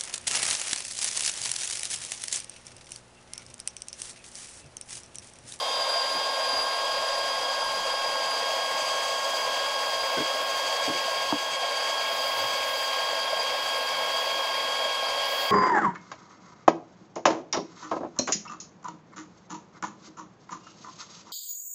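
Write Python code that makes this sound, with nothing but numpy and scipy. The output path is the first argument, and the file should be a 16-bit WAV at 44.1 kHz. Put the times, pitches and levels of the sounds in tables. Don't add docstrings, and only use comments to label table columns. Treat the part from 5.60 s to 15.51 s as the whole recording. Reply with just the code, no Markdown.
import sys
import numpy as np
from scipy import signal
from scipy.io import wavfile
from scipy.ndimage import uniform_filter1d

SR = 44100
rng = np.random.default_rng(int(sys.argv[2]) if len(sys.argv) > 2 else 0)


def transcribe(u):
    v = np.clip(np.atleast_2d(u).T, -1, 1)
    q = np.round(v * 32767).astype(np.int16)
    wavfile.write(sys.argv[1], SR, q)


def ratio_of_db(decibels):
    return 10 ** (np.asarray(decibels, float) / 20)


N = 437031
TIME = np.arange(N) / SR
SETTLE_S = 0.31


def evened(x):
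    return x / np.sqrt(np.mean(x ** 2) + 1e-20)


def columns(rows, t):
    s, *values = np.transpose(rows)
    return [np.interp(t, s, v) for v in values]


def read(points, hz):
    f, value = np.transpose(points)
    return np.interp(np.log(hz + 1), np.log(f + 1), value, -90, -90)


def add(mix, s, sound):
    part = mix[round(s * SR):][:len(sound)]
    part += sound[:len(part)]


def high_passed(x, edge_hz):
    return signal.sosfilt(signal.butter(6, edge_hz, "high", fs=SR, output="sos"), x)


def waver(top_hz):
    low_pass = signal.butter(2, top_hz, fs=SR, output="sos")
    return evened(signal.sosfilt(low_pass, rng.standard_normal(N)))


def ring(x, modes):
    out = np.zeros(N)
    for hz, width_hz, db in modes:
        r = np.exp(-np.pi * width_hz / SR)
        section = [1, 0, -1, 1, -2 * r * np.cos(2 * np.pi * hz / SR), r * r]
        out += ratio_of_db(db) * evened(signal.sosfilt([section, section], x))
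    return evened(out)


def struck(modes, rise_s, pitch=1):
    t = np.arange(8000) / SR
    tones = sum(ratio_of_db(db - 60 * t / t60_s) * np.sin(2 * np.pi * hz * pitch * t) for hz, db, t60_s in modes)
    return (1 - np.exp(-t / rise_s)) * tones


def noise(field_db, patchy_db, flicker_db, size):
    hop = size // 4
    frames = N // hop + 5
    hz = np.fft.rfftfreq(size, 1 / SR)
    real, imag, patches = rng.standard_normal((frames, len(hz), 3)).T
    patches = uniform_filter1d(patches, size=8, axis=0)
    patches = evened(uniform_filter1d(patches, size=10, axis=1))
    flicker = evened(uniform_filter1d(rng.standard_normal(frames), size=4))
    db = field_db(hz, np.arange(frames) * hop / SR) + patchy_db * patches + flicker_db * flicker
    return signal.istft((real + 1j * imag) * ratio_of_db(db), nperseg=size, noverlap=size - hop)[1][:N]


def coloured(spectrum, patchy_db, flicker_db, size):
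    return evened(noise(lambda hz, t: read(spectrum, hz)[:, None], patchy_db, flicker_db, size))


def cut_depth(t):
    # start_s, depth (0-1)
    depth_points = [(0, 0.), (.5, 0.35), (1.2, 0.36), (2.2, 0.4), (3.2, 0.7), (4.2, 0.57), (5.3, 0.82),
                    (6.3, 0.86), (7.8, 0.84), (9.91, 0.85)]
    return columns(depth_points, t)[0]


def pushes():
    # start_s, length_s, ramp_s, chips_db, rollers_db
    push_rows = [
        (1.6, 1.26, .8, 2, 7),
        (3.0, 0.62, 0.9, 6, 14),
        (3.607, 2.24, .4, 6, 8),
        (5.756, 0.61, .1, 2, 6),
        (6.35, 1.03, 0.45, 9, 6),
        (7.55, 1.5, .6, 5.5, 3),
        (9.64, .27, .08, 13, .1),
    ]
    on = [np.clip(np.minimum(TIME - s, s + length_s - TIME) / ramp_s + .5, 0, 1)
          for s, length_s, ramp_s, *_ in push_rows]
    return np.transpose(push_rows)[3:] @ np.array(on)


def shaft_speed():
    # start_s, shaft_hz (mean)
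    mean_speed = [(0, 268.4), (.4, 268.2), (.68, 269.5), (.95, 268.9), (1.3, 270.6), (2.3, 271.1),
                  (2.6, 270.5), (2.95, 271.5), (4.4, 271.9), (6, 271.8), (7, 271.6), (7.7, 270.7),
                  (8.5, 271.9), (9.91, 271.5)]
    loop_drag = [(0.037, -0.66), (0.108, 0.99), (0.155, 0.07), (0.229, 1.77), (0.246, -0.27), (0.349, 0.44),
                 (0.417, -0.9), (0.442, 0.94), (0.525, -0.76), (0.55, 0.65), (0.646, -2.05), (0.663, 0.6),
                 (0.684, -0.49), (0.708, 1.52), (0.729, -2.27), (0.871, 0.51), (0.938, -1.12),
                 (0.962, 1.04)]
    turns_per_lap, drag_hz = 153.6, 1.3
    mean_hz = columns(mean_speed, TIME)[0]
    place = np.cumsum(mean_hz) / SR / turns_per_lap % 1
    return mean_hz + drag_hz * np.interp(place, *np.transpose(loop_drag), period=1), place


def wind():
    # hz, density_db
    wind_colour = [(5, -3), (14, 0), (24, -9), (36, -22), (48, -26)]
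    # peak_s, half_width_s, rise_db (above the calm)
    gusts = [
        (.3, .5, 4),
        (1.4, .45, 12),
        (2.3, .5, 9),
        (3.9, .2, 6),
        (9.9, .6, 10),
    ]
    level_db = -72.5 + sum(db * np.exp(-((TIME - s) / width_s) ** 2) for s, width_s, db in gusts)
    return ratio_of_db(level_db) * coloured(wind_colour, patchy_db=1, flicker_db=1, size=8192)


def rumble():
    # hz, density_db
    frame_colour = [(45, -5), (70, -5.5), (160, 1), (210, 1.5), (300, 4.5), (380, 10), (440, 5), (500, -18)]
    return ratio_of_db(-56) * coloured(frame_colour, patchy_db=1.5, flicker_db=2.0, size=2048)


def timber_knocks(out):
    # start_s, peak_db, crack_db (above the thud), pitch_factor
    blows = [(0.549, -35, -20, 1.1), (.93, -36, -23, .9), (4.571, -24, 4, 1.1), (4.582, -25, 4, 0.92),
             (4.589, -35, -8, 1.3), (4.603, -23.5, -4, .97), (4.617, -37, -12, 1.3),
             (5.278, -24, -16, 0.94), (5.289, -22, -18, .95), (5.297, -33, -14, 1.25),
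             (5.305, -36, -18, 0.77), (5.346, -31, -20, 1.1), (8.765, -38, -20, 1)]
    # hz, level_db, t60_s
    thud_modes = [(118, -31, .1), (174, -13, 0.088), (277, -6.5, 0.094), (323, -3.5, 0.13),
                  (440, -2, 0.075)]
    # hz, level_db, t60_s
    crack_modes = [(725, -12, .03), (930, -8, 0.03), (1535, -4, 0.036), (2120, -7, 0.032),
                   (3060, -12, .025)]
    for s, db, crack_db, pitch in blows:
        thud = struck(thud_modes, 1 / 600, pitch)
        add(out, s, ratio_of_db(db) * (thud + ratio_of_db(crack_db) * struck(crack_modes, 1 / 2000)))


def hard_blow(out):
    # start_s, crack_db, plank_db
    hits = [
        (5.7246, -6, -11),
        (5.7415, -40, -23),
    ]
    # hz, level_db, t60_s
    crack_modes = [(780, -7, .02), (910, -1.5, .02), (1060, -6, .02)]
    # hz, level_db, t60_s
    plank_modes = [(170, -22, .1), (235, -8, .06), (290, 0, .06)]
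    for s, crack_db, plank_db in hits:
        add(out, s, ratio_of_db(crack_db) * struck(crack_modes, 1 / 900))
        add(out, s + 1 / 900, ratio_of_db(plank_db) * struck(plank_modes, 1 / 300))


def taps_and_thumps(out):
    # start_s, peak_db, pitch_hz
    housing_taps = [(0.357, -18, 684), (2.892, -20, 640), (4.339, -24, 664), (4.75, -21, 597),
                    (5.48, -20, 653), (6.03, -17.5, 687), (7.237, -39, 610), (7.728, -16.5, 636),
                    (9.254, -19.5, 640), (9.428, -19, 658)]
    # start_s, peak_db, pitch_hz
    ground_thumps = [(0.949, -43, 85), (2.099, -48.5, 75), (2.68, -51, 72), (3.849, -52, 134),
                     (5.9, -51, 150), (6.66, -55, 140), (6.759, -46, 94.2), (6.798, -43, 80.7),
                     (6.832, -44, 123), (6.926, -51, 152), (6.989, -44, 75), (7.08, -54, 110),
                     (7.199, -41, 62), (7.759, -51, 177), (9.499, -51, 140)]
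    for s, db, hz in housing_taps:
        add(out, s, struck([(hz, db - 3.5, .1)], 0.00076))
    for s, db, hz in ground_thumps:
        add(out, s, struck([(hz, db + 2.0, .15)], .008))


def knocks():
    out = np.zeros(N)
    timber_knocks(out)
    hard_blow(out)
    taps_and_thumps(out)
    return out


def rush():
    # hz, density_db
    shallow_colour = [(300, -3), (420, -18), (520, -0.5), (1100, -3.5), (1300, -11.5), (2050, -15),
                      (2700, -13), (4100, -13), (5100, -13), (5800, -14.5), (7500, -19), (9800, -24),
                      (11500, -32), (14000, -43)]
    # hz, density_db
    deep_colour = [(300, -17), (420, -29), (520, 0.5), (1100, -8), (1300, -9.5), (2050, -10), (2700, -8.5),
                   (4100, -15), (5100, -12.5), (5800, -19), (7500, -21), (8400, -30), (11500, -29),
                   (14000, -42)]

    def colour(hz, t):
        deep = np.clip(cut_depth(t), 0, 1)
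        return np.outer(read(shallow_colour, hz), 1 - deep) + np.outer(read(deep_colour, hz), deep)

    turns = np.cumsum(shaft_speed()[0]) / SR
    beat = 1 + 0.034 * np.cos(4 * np.pi * turns)
    return ratio_of_db(-33) * beat * evened(noise(colour, patchy_db=1.24, flicker_db=0.43, size=512))


def chips(bite_db):
    # hz, density_db
    chip_colour = [(8000, -30), (10200, -9), (10750, -2), (11500, -5), (12400, -4), (13200, -6), (14000, 0),
                   (14800, -4), (15800, -4)]

    def spray(hz, t):
        fizz_band = np.exp(-((hz - 14000) / 600) ** 2)
        return read(chip_colour, hz)[:, None] - 12 * np.outer(fizz_band, np.clip(1 - t / 8.5, 0, 1))

    level_db = -63.5 + 3.5 * cut_depth(TIME) + pushes()[0] + 1.2 * waver(4) + .4 * bite_db
    return ratio_of_db(level_db) * evened(noise(spray, patchy_db=0.0, flicker_db=0.5, size=256))


def motor():
    strong_multiples = [4, 6, 12, 18, 38.9]
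    weak_multiples = [1, 3.6, 7, 8, 10, 13.05, 14.4, 16, 20, 36]
    # level_db, drift_db_per_s (cut and listening angle change), held_db (until the blade settles)
    strong_levels = [(-35, -0.2, -2.5), (-39.5, -0.03, -10), (-41, 0.4441, 6), (-34.5, -0.69, -4.5),
                     (-59.5, -0.14, -4)]
    # level_waver_db, phase_waver_rad, gear_beat_db
    strong_wavers = [(1.3, .12, .3), (1.3, .18, .3), (1.8, .3, .3), (2.4, .45, 1.3), (4.5, .8, .8)]
    # level_db, level_waver_db, phase_waver_rad, gear_beat_db
    weak_tones = [(-62.5, 2.5, .3, .3), (-53, 3.0, .3, .3), (-62, 2.5, .3, .3), (-51, 2.0, .15, .3),
                  (-55, 2.5, .2, .3), (-60, 2.5, .4, .3), (-58, 3.0, .8, .3), (-51.5, 3.5, .2, .3),
                  (-64, 3.0, .3, .3), (-65, 3.0, .3, .3)]
    # hz, width_hz, lift_db
    cover_modes = [(3215, 25, -7.0), (4810, 45, 12.0), (10400, 130, 11.0)]

    speed_hz = shaft_speed()[0] + .45 * waver(22)
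    settled_hz = uniform_filter1d(speed_hz, size=2200)
    turns = np.cumsum(speed_hz) / SR
    gear = np.cos(2 * np.pi * .15 * turns)
    strong_tones = [(db + drift_db * TIME + held_db * np.exp(-TIME / SETTLE_S), *wavers)
                    for wavers, (db, drift_db, held_db) in zip(strong_wavers, strong_levels)]
    shake, slip = [waver(59), waver(28)], [waver(50), waver(48)]
    out = np.zeros(N)
    tones = zip(strong_multiples + weak_multiples, strong_tones + weak_tones)
    for i, (multiple, (db, waver_db, phase_rad, gear_db)) in enumerate(tones):
        later = i * 9001
        lift_db = 0
        for hz, width_hz, peak_db in cover_modes:
            if abs(multiple * speed_hz[0] / hz - 1) < 1 / 20:
                offset = (multiple * settled_hz - hz) / width_hz
                lift_db = lift_db + peak_db / (1 + offset ** 2) - peak_db / 2
        level_db = db + lift_db + waver_db * np.roll(shake[i % 2], later) + gear_db * gear
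        phase = 2 * np.pi * multiple * turns + phase_rad * np.roll(slip[i % 2], later)
        out += np.sqrt(2) * ratio_of_db(level_db) * np.cos(phase)
    return out


def teeth(per_s, spread_db):
    size = ratio_of_db(spread_db * np.minimum(rng.exponential(1, N), 4))
    return size * rng.choice([-1., 1.], N) * (rng.random(N) < per_s / SR)


def housing():
    # hz, width_hz, level_db
    housing_modes = [(562, 86, 3.5), (655, 62, 3.5), (847, 295, 4), (990, 63, -5)]
    level_db = -35.5 - 0.5 * waver(6.2) - 4.0 * np.exp(-TIME / SETTLE_S)
    return ratio_of_db(level_db) * high_passed(ring(teeth(2500, spread_db=3.0), housing_modes), edge_hz=427)


def cutting(bite_db):
    # hz, width_hz, level_db
    blade_modes = [(4660, 310, 0), (3221, 320, -3), (3640, 410, -11), (2638, 220, -8.5)]
    # hz, width_hz, level_db
    rod_modes = [(2225, 34, -1.5), (2294, 73, -3)]
    # hz, width_hz, level_db
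    roller_modes = [(6340, 770, 1), (7720, 1000, -3.5), (6860, 270, -8)]
    # hz, width_hz, level_db
    contact_modes = [(3550, 600, 0), (10900, 25, -33)]
    depth = cut_depth(TIME)
    weld_at, weld_width = 0.556, 0.023
    weld_db = -23 * depth * np.exp(-((shaft_speed()[1] - weld_at) / weld_width) ** 2)

    blade_db = -45.5 + weld_db + 9.8 * depth + 1.56 * bite_db + 0.34 * waver(6)
    rod_db = -63.0 + weld_db + 20.8 * depth + 2.5 * waver(12)
    rollers_db = -61.5 + 10.5 * depth + pushes()[1] + 0.59 * weld_db + 2.0 * bite_db
    contact_db = np.maximum(-39.5 - 5.5 * TIME, -56)

    strikes = teeth(5000, spread_db=0.0)
    out = ratio_of_db(blade_db) * ring(strikes, blade_modes)
    out += ratio_of_db(rod_db) * ring(strikes, rod_modes)
    out += ratio_of_db(rollers_db) * ring(strikes, roller_modes)
    return out + ratio_of_db(contact_db) * ring(strikes, contact_modes)


def scene():
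    bite_db = waver(13)
    mono = wind() + rumble()
    mono += high_passed(knocks(), edge_hz=90)
    mono += ratio_of_db(0.12 * bite_db) * high_passed(rush(), edge_hz=455)
    mono += chips(bite_db) + motor() + housing() + cutting(bite_db)
    return np.array([mono, mono])


def roll_off(x):
    return signal.sosfilt(signal.butter(12, 15700, fs=SR, output="sos"), x)


def record(dry):
    power_db = 10 * np.log10(abs(uniform_filter1d(dry[0] ** 2, size=400)) + 1e-12)
    fall_db = TIME * 9.2
    held_peak_db = np.maximum.accumulate(power_db + fall_db) - fall_db
    over_db = np.maximum(held_peak_db + 23.5, 0)
    mix = dry / ratio_of_db(0.48 * uniform_filter1d(over_db, size=200))
    return roll_off(mix)


dry = scene()
out = record(dry)
transcribe(out)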